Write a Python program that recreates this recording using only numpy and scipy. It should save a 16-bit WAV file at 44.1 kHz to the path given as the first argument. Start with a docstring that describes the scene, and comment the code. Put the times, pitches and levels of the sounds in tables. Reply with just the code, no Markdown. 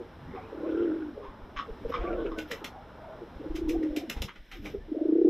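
"""Pigeons cooing on a walled roof terrace: four throbbing coos, built from one oscillator let through in throbs.
Single throbs, short gliding tones and beak rasps join them. Wing claps are shaped noise, with flutter and ticks;
their downstrokes push single low swings of air at the microphone. Stick-slip scrapes ring a piece of metal.
Behind lie a throbbing murmur, rustling feathers and the noise of the town, with echoes off the walls."""
import sys
import numpy as np
from scipy import signal
from scipy.fft import rfft, irfft, next_fast_len
from scipy.io import wavfile

SR = 44100
rng = np.random.default_rng(int(sys.argv[2]) if len(sys.argv) > 2 else 0)


def generate_wav(signal):
    """Clip the signal to [-1, 1] and save it as 16-bit WAV at the path in sys.argv[1]."""
    frames = np.transpose(np.atleast_2d(signal))
    scaled = np.clip(frames, -1, 1) * 32767
    pcm = np.round(scaled).astype(np.int16)
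    wavfile.write(sys.argv[1], SR, pcm)


N = 233685
TIME = np.arange(N) / SR

# Levels in the tables stand before the trims in the functions; colours are relative, as noise is set to rms 1.
# coos of the nearest birds: start_s, loudest_s, end_s, level_db, rise_db, pitch_hz, first_throbs_per_s,
#   quickening_per_s2, top_throbs_per_s, throb_length_s, roughness (0-1), wheeze_db, creak_hz, glide_hz_per_s
COO_ROWS = [(0.549, 0.831, 1.151, -21.5, 13, 334, 30.6, 38, 48, 0.01595, 0.45, -27.5, 98, -44.5),
            (1.98, 2.19, 2.485, -29, 10, 350, 26.9, 77, 29, 0.029, 0.93, -21, 142, -41),
            (3.405, 3.784, 4.08, -23.5, 10, 321.9, 15.3, 68, 42, 0.019, 0.21, -54, 119.6, -24.5),
            (4.922, 5.25, 5.74, -14, 10, 344.6, 18.1, 60, 32.7, .015, 0.33, -51.5, 98.64, 40)]
# effort arch of a coo: it rises, levels off and sinks by FADE_DB
FADE_DB, RISE_SHAPE, FADE_SHAPE = 16.5, 1.935, 1.373
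# per dB of slack, a throb is lower, smoother, slightly wheezier and shorter (log length)
PITCH_HZ_PER_DB, ROUGH_PER_DB, WHEEZE_PER_DB, LENGTHEN_PER_DB = 2.0, -0.05, 0.08, -0.0339
# no two throbs are alike (length: spread of its logarithm)
THROB_SPREAD_DB, THROB_SPREAD_HZ, THROB_SPREAD_S, THROB_SPREAD_LENGTH = 1.1, 10.92, .0012, 0.1507
# single throbs, within the coos or between them, smooth to hoarse: middle_s, level_db, pitch_hz, length_s,
#   roughness (clipped to 0-1 in the voice)
SINGLE_THROBS = [(.01, -35, 382, 0.03, 1), (0.293, -39, 263.3, 0.023, 0.4),
                 (0.353, -35.5, 372.6, 0.033, 1.2), (0.53, -33.5, 452.5, 0.015, 1.2),
                 (1.181, -36.5, 400, 0.0097, 0.74), (1.206, -40, 415.6, 0.081, 1),
                 (1.696, -35.5, 449.2, 0.023, 0.1), (1.83, -42, 289.8, 0.037, 0.75),
                 (1.858, -26.5, 471, .015, 0.42), (1.904, -29, 493, .014, 0.8),
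                 (2.046, -30.5, 342.8, 0.017, 0.6), (2.132, -30, 350, 0.018, 0.6),
                 (2.219, -30, 353.5, 0.013, 0.7), (2.255, -28.5, 456, 0.015, 0.4),
                 (2.33, -33, 331.4, 0.026, 0.73), (2.385, -30.5, 312, 0.018, 1.2),
                 (2.526, -35, 474.5, .04, .8), (2.623, -37.5, 310, 0.015, 0.92),
                 (3.225, -35.5, 353.5, 0.025, 0.86), (3.975, -22.5, 299.6, 0.011, 0.4),
                 (4.041, -32.5, 346, .02, 0.6), (4.087, -36, 239.3, 0.021, 0.65),
                 (4.662, -40.5, 300.8, 0.059, 0.4), (4.749, -27.5, 410, .016, 0.51),
                 (4.896, -40, 311.2, 0.028, 0.7), (4.951, -32, 440, 0.019, 0.73),
                 (5.274, -17, 387.5, 0.0117, 0.23)]
SINGLE_WHEEZE_DB, SINGLE_CREAK_HZ = -44.5, 99.83
# breathy noise of an open beak: freq_hz, level_db
WHEEZE_COLOUR = [(800, -31.5), (1080, -5), (1230, -6), (1420, 19), (1650, 9), (1900, -11), (2300, -2.5),
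                 (3400, -10), (3900, -27.5), (4500, -49.5), (7000, -47.5)]
# low rasp in a rough voice: freq_hz, level_db
RASP_COLOUR = [(110, -47.0), (200, 6.5), (300, 8.0), (450, -6.5), (600, -13.0), (800, -28), (2000, -68.5)]
# short gliding tones (overtones of the coos, grumbles, hoots and squeaks): middle_s, length_s, pitch_hz,
#   glide_octaves_per_s, level_db, waver (share of the pitch)
GLIDING_TONES = [(.26, 0.094, 166, 5.5, -43.5, 0.26), (0.367, 0.21, 2154, 2, -55.5, 0.085),
                 (0.385, 0.028, 756, -1, -38, 0.03), (0.452, 0.11, 446, 0.5, -47, 0.038),
                 (0.653, 0.034, 1047, 1.5, -45.5, 0.022), (0.794, 0.082, 1348, -1, -49.5, 0.05),
                 (1.261, 0.059, 1007, 0.5, -43.5, 0.07), (1.964, 0.059, 478, -2, -34.5, 0.045),
                 (2.07, .04, 1140, 1, -37, 0.016), (2.124, .075, 1366, -1.8, -44, 0.0052),
                 (2.197, .04, 1500, 1.5, -46, 0.023), (2.202, 0.049, 1106, 0, -43.5, 0.056),
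                 (2.21, 0.1078, 470, -1, -36.5, 0.082), (2.397, 0.04, 1500, -1, -39, 0.01),
                 (2.775, .073, 786, 0, -45, 0.074), (3.087, 0.17, 638, -0.5, -43.5, 0.066),
                 (3.716, 0.041, 476.6, -.5, -35, .04), (3.756, 0.017, 717.4, 12, -37.5, 0.031),
                 (4.542, .03, 771, -2.5, -53.5, 0.027), (4.608, 0.093, 260, -3, -43.5, 0.28),
                 (4.821, 0.034, 1778, 0, -59, 0.012)]
# rasping bursts from open beaks: middle_s, length_s, centre_hz, half_width (share of the centre), level_db
RASP_ROWS = [(0.687, .035, 2250, 0.17, -56.5), (0.719, 0.025, 3260, 0.088, -61.5),
             (0.788, 0.031, 2950, 0.11, -60), (0.832, 0.024, 2940, 0.11, -57.5),
             (0.868, 0.032, 1847, 0.13, -56.5), (1.962, 0.011, 2300, 0.072, -40.5),
             (2.021, .022, 2179, 0.14, -50), (2.074, 0.029, 2320, 0.087, -52), (2.134, .02, 2480, .15, -52),
             (2.22, 0.068, 3297, .12, -60), (2.266, 0.029, 2560, 0.17, -51.5)]
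# wing claps: start_s, level_db, body_db (against the crack), decay_s, top_db (against the crack), rise_s,
#   snap_hz, snap_db (against the crack)
CLAP_ROWS = [(2.3873, -44, -9, 0.0063, 6.5, 0.0051, 2500, 12.5),
             (2.514, -35, -8.5, 0.0066, 3, 0.0031, 1870, 0.5),
             (2.644, -36.5, -1.5, 0.0053, 6, 0.00081, 3110, -13),
             (3.56, -45.5, -9, 0.01, 6.5, 0.0058, 2826, -10), (3.694, -48, 1, .0098, 13, 0.005, 2370, 10),
             (3.83, -52.5, -16, 0.009, -1, .002, 2103, 12),
             (3.964, -39, -6, 0.0081, 9.5, 0.0013, 2950, 6.5),
             (4.0983, -33.5, -3.5, 0.003, 8.5, 0.00082, 2700, -16),
             (4.168, -52.5, 13, 0.018, 1.5, 0.0055, 1900, 6),
             (4.2201, -40, 6, 0.0063, 12.5, 0.0012, 3140, 5.5),
             (4.36, -51.5, 0.5, 0.007, -13, 0.0047, 1450, 6),
             (4.516, -45.5, -15, 0.027, -4, 0.0016, 1960, 1),
             (4.659, -46.5, 7, 0.012, 3, 0.0095, 2140, 8.5)]
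# quills striking together: freq_hz, level_db
QUILL_COLOUR = [(530, -11), (900, -17.5), (1290, -4), (1450, 0), (1630, -6), (1950, 3), (2480, 2.5),
                (2960, 1.5), (4390, -5.5), (5700, -8), (8750, -25), (13100, -18.5), (14800, -22),
                (15500, -59)]
# trapped air popping out: freq_hz, level_db
POP_COLOUR = [(60, -15.0), (150, 14), (600, 6.0), (1000, -3.0), (1800, -42), (4000, -52.0)]
# feathers fluttering through the air: middle_s, length_s, level_db
FLUTTER_ROWS = [(1.9, 0.019, -53), (2.42, 0.034, -56), (2.495, 0.031, -55.5), (2.57, 0.061, -57),
                (3.74, .06, -62), (3.87, 0.071, -71), (4.01, 0.046, -60.5), (4.125, 0.025, -59),
                (4.175, 0.016, -62), (4.33, 0.03, -80), (4.47, 0.052, -73), (4.55, 0.057, -56.5),
                (4.68, 0.098, -56)]
# hiss of spread flight feathers: freq_hz, level_db
FLUTTER_COLOUR = [(800, -13), (1600, 2), (2400, 6.0), (3500, 3.0), (4400, -6), (5400, 1.0), (7000, -29),
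                  (9500, -31.0), (13200, -1.5), (15500, -31)]
# birds flying past the microphone: first_stroke_s, last_stroke_s, stroke_s, first_db, last_db, swing_hz
FLIGHT_ROWS = [(1.293, 1.998, .142, -42, -30.5, 25.8), (3.509, 3.915, .135, -30, -35, 31)]
# single close puffs of air: middle_s, peak_db, swing_hz
PUFF_ROWS = [(2.025, -30.5, 36.5), (3.367, -39, 42.3), (3.546, -32.5, 27.5), (4.174, -28.5, 37.3),
             (4.213, -27.5, 45.2), (4.248, -30.5, 100), (4.403, -39.5, 25.3), (4.602, -37, 58.4),
             (4.788, -37, 45.9)]
# eddies of stirred air: middle_s, length_s, level_db
EDDY_ROWS = [(2.18, 0.3, -40), (3.69, .12, -34.5), (4.68, 0.24, -46)]
STILL_AIR_DB = -60.5
# moving air at the microphone: freq_hz, level_db
DRAUGHT_SPECTRUM = [(20, -10), (32, 10.5), (60, -9), (100, -28), (200, -22.5), (500, -85.5)]
# scrapes on metal: start_s, level_db, rise_s, decay_s, grit_db (against the ring),
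#   unevenness (share of the slip rate), bend_octaves, glide_octaves_per_s
SCRAPE_ROWS = [(.351, -48, .003, 0.018, -28, .1, -0.0037, -2.5),
               (1.234, -53, 0.0036, 0.055, -6, .15, -0.038, -1),
               (1.567, -40.5, 0.0029, 0.022, 1.5, .15, -0.0074, 2),
               (1.590, -32, 0.00058, 0.01, -17, 0.016, 0.0056, -1),
               (1.924, -38.5, 0.0035, 0.009, -10, 0.025, 0.031, -2.5),
               (1.942, -35, .002, 0.0036, -9, 0.11, -0.015, 1.5),
               (1.958, -45, 0.0025, 0.044, -4.5, 0.18, .05, -5.5),
               (2.029, -50, .004, .03, -6, .15, 0.026, -1.5),
               (2.316, -45.5, .004, 0.011, -24, 0.059, -0.044, -1),
               (4.283, -50, 0.0017, 0.0058, 7, .2, -0.058, -7)]
# resonances of the metal: freq_hz, width_hz, level_db
METAL_MODES = [(1102, 79, 0.5), (1240, 168.6, -2.5), (2020, 140, -17), (2970, 820, -24), (3640, 240, -19),
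               (5290, 110, -24.5)]
# grit shed by the slips: freq_hz, level_db
GRIT_COLOUR = [(600, -42), (1050, 3), (1350, 6), (2100, 4), (2600, -3), (3300, 1.5), (3900, -12),
               (4500, -7.5), (5300, -20), (6500, -21), (8000, -48), (14000, -62)]
SLIPS_PER_S = 160
GRIT_PULSING = .8   # depth of the grit's pulsing in step with the slips
# level of the background murmur and rustle, sinking late: time_s, level_db
BACKGROUND_LEVEL = [(0.0, -53.5), (0.31, -57.5), (0.56, -50.5), (1.03, -54), (1.87, -53.5), (2.09, -50.5),
                    (2.45, -55), (3.07, -51.5), (3.84, -57), (4.13, -64.5), (4.34, -73.5), (4.97, -61.5),
                    (5.15, -61.5), (5.3, -73.5)]
# higher throbbing haze over the coos: middle_s, length_s, level_db, pitch_hz
HAZE_ROWS = [(0.669, 0.13, -35, 538.5), (0.903, 0.15, -44, 511.6), (1.201, 0.063, -40, 480),
             (2.116, 0.17, -35, 612.4), (2.394, 0.057, -40, 581.4), (3.448, 0.069, -40, 469),
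             (3.842, 0.056, -40.5, 447.6), (3.961, 0.17, -42.5, 633.6), (5.013, 0.098, -37.5, 587.6),
             (5.221, 0.16, -40, 478)]
# birds shuffling their feathers: middle_s, length_s, level_db
SHUFFLE_ROWS = [(.37, 0.17, -56), (2.03, 0.029, -52), (2.62, 0.13, -52.5), (3.13, 0.099, -61),
                (4.17, 0.045, -53), (4.67, 0.027, -48)]
# rustling plumage: freq_hz, level_db
RUSTLE_COLOUR = [(600, -17.5), (800, 19), (1100, 14), (1450, 12), (1800, 3), (3200, -24), (4500, -56),
                 (8000, -59)]
# rumble of the town around: time_s, level_db
RUMBLE_LEVEL = [(0.0, -57), (0.38, -55), (0.94, -55.5), (1.14, -59.5), (1.83, -53.5), (1.96, -50),
                (2.24, -56), (2.571, -58), (3.25, -55.5), (3.63, -54), (4.49, -70), (4.71, -52.5),
                (4.99, -65), (5.3, -62.5)]
# the same rumble's spectrum: freq_hz, level_db
RUMBLE_COLOUR = [(35, -36.5), (60, 5), (97, 0), (149, -4.5), (264, -0.5), (331, -5), (382, -8),
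                 (428, -16.5), (493, -7), (1020, -25), (1800, -48.5), (2340, -61), (3960, -120)]
# hiss of the town around: time_s, level_db
HISS_LEVEL = [(0.0, -57), (0.8, -54.5), (1.37, -58.5), (1.92, -53.5), (2.08, -55), (2.52, -56.5),
              (2.79, -57.5), (4.21, -53.5), (4.31, -57.5), (5.3, -59)]
# the same hiss's spectrum: freq_hz, level_db
HISS_COLOUR = [(880, -34.5), (1500, -8), (1820, -6.5), (2400, -10), (2520, -13), (2830, -11), (3480, -11.5),
               (4310, -16), (5450, -17), (6430, -32), (9230, -34), (13400, -31.5), (15500, -35.5)]
# how long the walled terrace takes to die away by 60 dB: freq_hz, decay_s
TERRACE_DECAY = [(100, 0.22), (400, 0.18), (1500, 0.15), (4000, 0.14), (14000, 0.13)]
CUTOFF_HZ = 15300


def from_db(db):
    """Decibels to gain."""
    return 10 ** (np.asarray(db) / 20)


def rms_one(x):
    """Scale to unit power."""
    return x / np.sqrt(np.mean(x ** 2) + 1e-20)


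def in_time(rows):
    """Each column of a curve at every sample."""
    s, *columns = np.transpose(rows)
    return [np.interp(TIME, s, column) for column in columns]


def at_hz(points, hz):
    """Read a spectrum on a log-frequency axis."""
    freq_hz, value = np.transpose(points)
    return np.interp(np.log(np.maximum(hz, 1)), np.log(freq_hz), value)


def band(x, low_hz, high_hz):
    """Causal band-pass."""
    edges = [low_hz, min(high_hz, SR / 2 - 1)]
    return signal.sosfilt(signal.butter(2, edges, "band", fs=SR, output="sos"), x)


def one_sided(x, order, hz, kind):
    """Low-pass or high-pass."""
    return signal.sosfilt(signal.butter(order, hz, kind, fs=SR, output="sos"), x)


def noise(spectrum):
    """Noise of a given colour, rms 1."""
    size = next_fast_len(N)
    gain = from_db(at_hz(spectrum, np.fft.rfftfreq(size, 1 / SR)))
    return rms_one(irfft(rfft(rng.standard_normal(size)) * gain, size)[:N])


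def drift(rate):
    """Smooth random wandering with spread 1; a higher rate (Hz) wanders faster."""
    r = np.exp(-2 * np.pi * rate / SR)
    # the first second lets the filter settle
    return rms_one(signal.lfilter([1], [1, -2 * r, r * r], rng.standard_normal(N + SR))[SR:])


def turning(hz):
    """Phase of a tone whose pitch varies."""
    return 2 * np.pi * np.cumsum(hz) / SR


def swell(t, length, squareness=2):
    """A rounded swell about t = 0, of the given length at half height."""
    return .5 ** (np.abs(2 * t / length) ** squareness)


def swells(rows):
    """Gain of a row of rounded swells."""
    return sum(from_db(db) * swell(TIME - s, length) for s, length, db, *_ in rows)


def burst(s, rise, decay, hold):
    """An exponential rise meets an exponential decay; a longer hold delays the decay."""
    t = TIME - s
    return np.exp(np.clip(np.minimum(t / rise, (hold - t) / decay), -40, 0))


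def near(s, reach):
    """The samples within reach of a moment."""
    return slice(max(0, int((s - reach) * SR)), max(0, int((s + reach) * SR)))


def ring(clicks, hz, t60):
    """A unit click sets a sine of height 1 ringing, down 60 dB after t60 seconds."""
    r = from_db(-60 / (t60 * SR))
    w = 2 * np.pi * hz / SR
    return signal.lfilter([0, np.sin(w)], [1, -2 * r * np.cos(w), r * r], clicks + 1e-18)


def coos(second_db=-32, third_db=-48, rasp_db=-12, above_db=-2, next_above_db=-11, below_db=-14,
         rattle_db=3, bass_cut_hz=210):
    """The swollen crop passes little but the fundamental; a rough voice adds creak and rasp."""
    throbs = all_throbs()
    rough, beak_db, creak_hz = in_time([(s, rough, wheeze, creak) for s, *_, rough, wheeze, creak in throbs])
    rough = np.clip(rough, 0, 1)
    strength, phase = throat(throbs, fall=0.074, jitter=0.03515 * rough, squareness=2.6, lean=.7)
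    tone = np.sin(phase) + from_db(second_db) * np.sin(2 * phase) + from_db(third_db) * np.sin(3 * phase)
    cycle = turning(creak_hz * (1 + 0.1088 * drift(52.0)))
    # the creak splits off partials on both sides; the resonance of the crop favours the upper ones
    upper = from_db(above_db) * np.sin(phase + cycle)
    upper += rough * from_db(next_above_db) * np.sin(phase + 2 * cycle)
    creak = band(upper - from_db(below_db) * np.sin(phase - cycle), 190, 570)
    rasp = from_db(rasp_db) * noise(RASP_COLOUR)
    wheeze = from_db(beak_db) * noise(WHEEZE_COLOUR) * (1 + rough * np.cos(cycle))
    wheeze *= from_db(rattle_db * drift(35))
    voice = strength * (tone + wheeze + rough * (creak + rasp)) / np.sqrt(1 + rough ** 2 / 2)
    return one_sided(voice, 3, bass_cut_hz, "high")   # a small body radiates little bass


def throat(throbs, fall, jitter, squareness, lean):
    """One oscillator let through in throbs that open fast and sag in pitch; gives strength and phase."""
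    power, pull = np.full(N, 1e-14), np.zeros(N)
    for s, db, hz, length, *_ in throbs:
        span = near(s, 2 * length)
        t = TIME[span] - s
        edge = np.where(t < 0, squareness + lean, squareness - lean)
        throb = (from_db(db) * swell(t, length, edge)) ** 2
        power[span] += throb
        pull[span] += throb * hz * (1 - fall * np.tanh(2 * t / length))
    # where throbs overlap, the stronger one decides the pitch
    pitch = pull / power * (1 + jitter * drift(174))
    return np.sqrt(power), turning(pitch)


def slack_db(t, start, loudest, end, rise_db):
    """How far the effort of a coo lies under its peak."""
    before = np.maximum((loudest - t) / (loudest - start), 0)
    after = np.maximum((t - loudest) / (end - loudest), 0)
    return rise_db * before ** RISE_SHAPE + FADE_DB * after ** FADE_SHAPE


def all_throbs(count=40):
    """A coo is a quickening run of throbs under one arch of effort; single throbs join the runs."""
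    # each row: middle_s, level_db, pitch_hz, length_s, roughness, wheeze_db, creak_hz
    rows = [(*single, SINGLE_WHEEZE_DB, SINGLE_CREAK_HZ) for single in SINGLE_THROBS]
    for (start, loudest, end, db, rise_db, hz, slow, quicken, fast, length,
         rough, wheeze_db, creak_hz, glide) in COO_ROWS:
        beats = np.cumsum(np.minimum(slow + quicken * TIME, fast)) / SR
        times = start + np.interp(np.arange(count), beats, TIME)
        chances = rng.standard_normal(size=(count, 4))
        for s, (later, louder, higher, longer) in zip(times[times < end], chances):
            slack = slack_db(s, start, loudest, end, rise_db)
            pitch = hz + glide * (s - loudest) - PITCH_HZ_PER_DB * slack
            rows.append((s + THROB_SPREAD_S * later,
                         db - slack + THROB_SPREAD_DB * louder,
                         pitch + THROB_SPREAD_HZ * higher,
                         length * np.exp(LENGTHEN_PER_DB * slack + THROB_SPREAD_LENGTH * longer),
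                         rough + ROUGH_PER_DB * slack,
                         wheeze_db + WHEEZE_PER_DB * slack,
                         creak_hz))
    return np.array(sorted(rows))


def gliding_tones():
    """Short gliding sines, from overtones of the coos to squeaks; the more they waver, the hoarser they are."""
    out = np.zeros(N)
    unsteady = drift(86.3)
    for s, length, hz, glide, db, waver in GLIDING_TONES:
        span = near(s, 2 * length)
        t = TIME[span] - s
        phase = turning(hz * 2 ** (glide * t) * (1 + waver * unsteady[span]))
        out[span] += from_db(db) * swell(t, length) * np.sin(phase)
    return out


def rasps(rattle_per_s=130, rattle=0.26):
    """Air rattles through the open beak: pulsed noise in one broad resonance, which shifts from burst to burst."""
    pulses = 1 + rattle * np.cos(turning(rattle_per_s * (1 + .15 * drift(49.3))))
    air = rng.standard_normal(N) * pulses
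    out = np.zeros(N)
    for s, length, hz, width, db in RASP_ROWS:
        resonance = rms_one(band(air, hz / (1 + width), hz * (1 + width)))
        out += from_db(db) * swell(TIME - s, length) * resonance
    return out


def wing_claps(crack_db=-2, body_db=-4, snap_db=-3.0, grain_db=1.5, contact=0.0051, snap_s=0.0024,
               snap_width=0.15, top_hz=4500, stroke_db=-22, stroke_s=0.03):
    """Quills crack together with a snap of their own pitch, trapped air pops, and the feathers swish."""
    crack, top, pop, snaps = np.zeros((4, N))
    for s, db, body, decay, sharp, rise, snap_hz, snap in CLAP_ROWS:
        swish = from_db(stroke_db) * swell(TIME - s - .026, stroke_s)   # feathers cut the air
        hit = from_db(db) * (burst(s, rise, decay, contact) + swish)
        crack += hit
        top += from_db(sharp) * hit
        pop += from_db(db + body) * burst(s, rise, 0.013, contact)
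        low_hz, high_hz = snap_hz / (1 + snap_width), snap_hz * (1 + snap_width)
        pocket = rms_one(band(rng.standard_normal(N), low_hz, high_hz))
        snaps += from_db(db + snap + snap_db) * burst(s, 0.00062, snap_s, snap_s) * pocket
    quills = noise(QUILL_COLOUR)
    # dull and bright halves flicker independently
    dull = one_sided(quills, 3, top_hz, "low") * from_db(grain_db * drift(330))
    bright = one_sided(quills, 3, top_hz, "high") * from_db(grain_db * drift(330))
    cracks = from_db(crack_db) * (crack * dull + top * bright)
    return cracks + from_db(body_db) * pop * noise(POP_COLOUR) + snaps


def flutters(level_db=-3.5, flicker_db=1.5, flicks_per_s=70):
    """Spread flight feathers hiss unevenly through the air."""
    flicker = from_db(level_db + flicker_db * drift(flicks_per_s))
    return flicker * swells(FLUTTER_ROWS) * noise(FLUTTER_COLOUR)


def crackle(ticks_per_s=900, spread_db=3, low_hz=1300, high_hz=5600, cycles=14, count=14):
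    """Stiff feathers flick past each other: random ticks, each ringing briefly at one of several pitches; rms 1."""
    sizes = from_db(spread_db * np.minimum(rng.exponential(1, N), 3)) * rng.choice([-1, 1], N)
    ticks = sizes * (rng.random(N) < ticks_per_s / SR)
    dealt = rng.integers(0, count, N)   # which pitch a tick gets
    pitches = np.geomspace(low_hz, high_hz, count)
    return rms_one(sum(ring(ticks * (dealt == k), hz, cycles / hz) for k, hz in enumerate(pitches)))


def feather_ticks(clap_db=-6, flutter_db=-3, lag_s=0.0054, spread_s=0.011):
    """The feathers crackle as they part after a clap, and while they flutter."""
    parting = sum(from_db(db + clap_db) * swell(TIME - s - lag_s, spread_s) for s, db, *_ in CLAP_ROWS)
    return (parting + from_db(flutter_db) * swells(FLUTTER_ROWS)) * crackle()


def wing_air():
    """Each downstroke pushes, then sucks, at the microphone; eddies swell over a faint steady draught."""
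    strokes = []
    for first, last, beat, first_db, last_db, hz in FLIGHT_ROWS:
        for s in np.arange(first, last + beat / 2, beat):
            strokes.append((s, np.interp(s, [first, last], [first_db, last_db]), hz))
    out = np.zeros(N)
    for s, db, hz in strokes + list(PUFF_ROWS):
        span = near(s, 1 / hz)
        turn = 2 * np.pi * hz * (TIME[span] - s)
        out[span] -= from_db(db) * turn * np.exp((1 - turn ** 2) / 2)
    draught = from_db(STILL_AIR_DB) + swells(EDDY_ROWS)
    return out + draught * noise(DRAUGHT_SPECTRUM)


def scrapes(contact=0.01, force_db=3):
    """Metal sticks and slips: each slip knocks its resonances, and grit hisses in step."""
    out = np.zeros(N)
    unsteady, force, grit = drift(60), from_db(force_db * drift(220)), noise(GRIT_COLOUR)
    for s, db, rise, decay, gritty, uneven, bend, glide in SCRAPE_ROWS:
        span = near(s, .3)
        t = TIME[span] - s
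        turns = np.cumsum(SLIPS_PER_S * (1 + uneven * unsteady[span])) / SR
        slips = np.diff(np.floor(turns), prepend=0) * force[span]
        rings = np.zeros(len(t))
        for k, (hz, width_hz, mode_db) in enumerate(METAL_MODES):
            mode = rms_one(ring(slips, hz, np.log(1000) / (np.pi * width_hz)))
            rings += (-1) ** k * from_db(mode_db) * mode   # neighbours ring in opposite sign
        grains = grit[span] * rms_one(1 + GRIT_PULSING * np.cos(2 * np.pi * turns))
        # reading the ring at a changed speed bends its pitch
        bent = np.interp(2 ** bend * t * (1 + np.log(2) * glide * t / 2), t, rings)
        out[span] += from_db(db) * burst(s, rise, decay, contact)[span] * (bent + from_db(gritty) * grains)
    return out


def throbbing_haze(pitch_hz, spread, sag, count=4, throbs_per_s=32):
    """Several voices throb over each other; each wanders and sags in pitch (both in octaves)."""
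    out = 0
    for voice in range(count):
        beat = np.cumsum(throbs_per_s * (1 + 0.1754 * drift(9.91))) / SR % 1
        pitch = pitch_hz * 2 ** (spread * np.tanh(drift(12)) + sag * (.5 - beat))
        out = out + np.sin(np.pi * beat) ** 2 * np.sin(turning(pitch))
    return rms_one(out)


def murmur(background_db, blend_db=-3, haze_db=-3):
    """A throbbing blend follows the background level; a higher throbbing haze swells with the coos."""
    haze_hz, = in_time([(s, hz) for s, *_, hz in HAZE_ROWS])
    blend = from_db(background_db + blend_db) * throbbing_haze(pitch_hz=513.0, spread=0.47, sag=0.193)
    return blend + from_db(haze_db) * swells(HAZE_ROWS) * throbbing_haze(haze_hz, spread=0.26, sag=.1)


def rustling(background_db, rustle_db=-2, shuffle_db=-3):
    """Plumage rubs softly as coloured noise, swelling when birds shuffle."""
    amount = from_db(background_db + rustle_db) + from_db(shuffle_db) * swells(SHUFFLE_ROWS)
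    return amount * noise(RUSTLE_COLOUR) * from_db(1.52 * drift(30))


def town(level_curve, colour, trim_db):
    """The town around blurs into coloured noise whose level wanders."""
    level_db, = in_time(level_curve)
    return from_db(level_db + trim_db) * noise(colour)


def terrace(x, first_echo=0.0088):
    """Scattered echoes off walls and roof, dying sooner in the treble."""
    t = TIME[:SR // 2]
    edges = np.geomspace(80, 18000, 9)
    echoes = np.zeros(len(t))
    for low, high in zip(edges, edges[1:]):
        decay = from_db(-60 * t / at_hz(TERRACE_DECAY, np.sqrt(low * high)))
        echoes += band(rng.standard_normal(len(t)), low, high) * decay
    echoes *= np.clip(t / first_echo - .5, 0, 1)   # fades in around the first echo
    return signal.fftconvolve(x, echoes / np.sqrt(np.sum(echoes ** 2)))[:N]


def scene(coo_wet_db=-15, hit_wet_db=-6, width_db=-16, low_width_db=-9):
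    """Birds, walls and town, almost in mono: a faint side of echoes, led by the treble of hits and hiss."""
    background_db, = in_time(BACKGROUND_LEVEL)
    voices = coos() + gliding_tones() + rasps()
    hits = wing_claps() + flutters() + feather_ticks() + scrapes()
    feathers = rustling(background_db)
    low = murmur(background_db) + town(RUMBLE_LEVEL, RUMBLE_COLOUR, trim_db=5.5) + wing_air()
    air = town(HISS_LEVEL, HISS_COLOUR, trim_db=-6.5)
    echoes = terrace(from_db(coo_wet_db) * voices + from_db(hit_wet_db) * hits)
    mid = voices + hits + low + feathers + air + echoes
    spread = band(hits + air, 1500, 18000) + from_db(low_width_db) * (low + feathers) + .06 * voices
    side = from_db(width_db) * terrace(spread)
    return np.array([mid + side, mid - side])


def record(dry, notch_hz=4550, notch_q=9):
    """The microphone port leaves a narrow notch; the top is cut steeply."""
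    coloured = signal.lfilter(*signal.iirnotch(notch_hz, notch_q, fs=SR), dry)
    return signal.sosfilt(signal.ellip(10, .1, 80, CUTOFF_HZ, fs=SR, output="sos"), coloured)


dry = scene()
out = record(dry)
generate_wav(out)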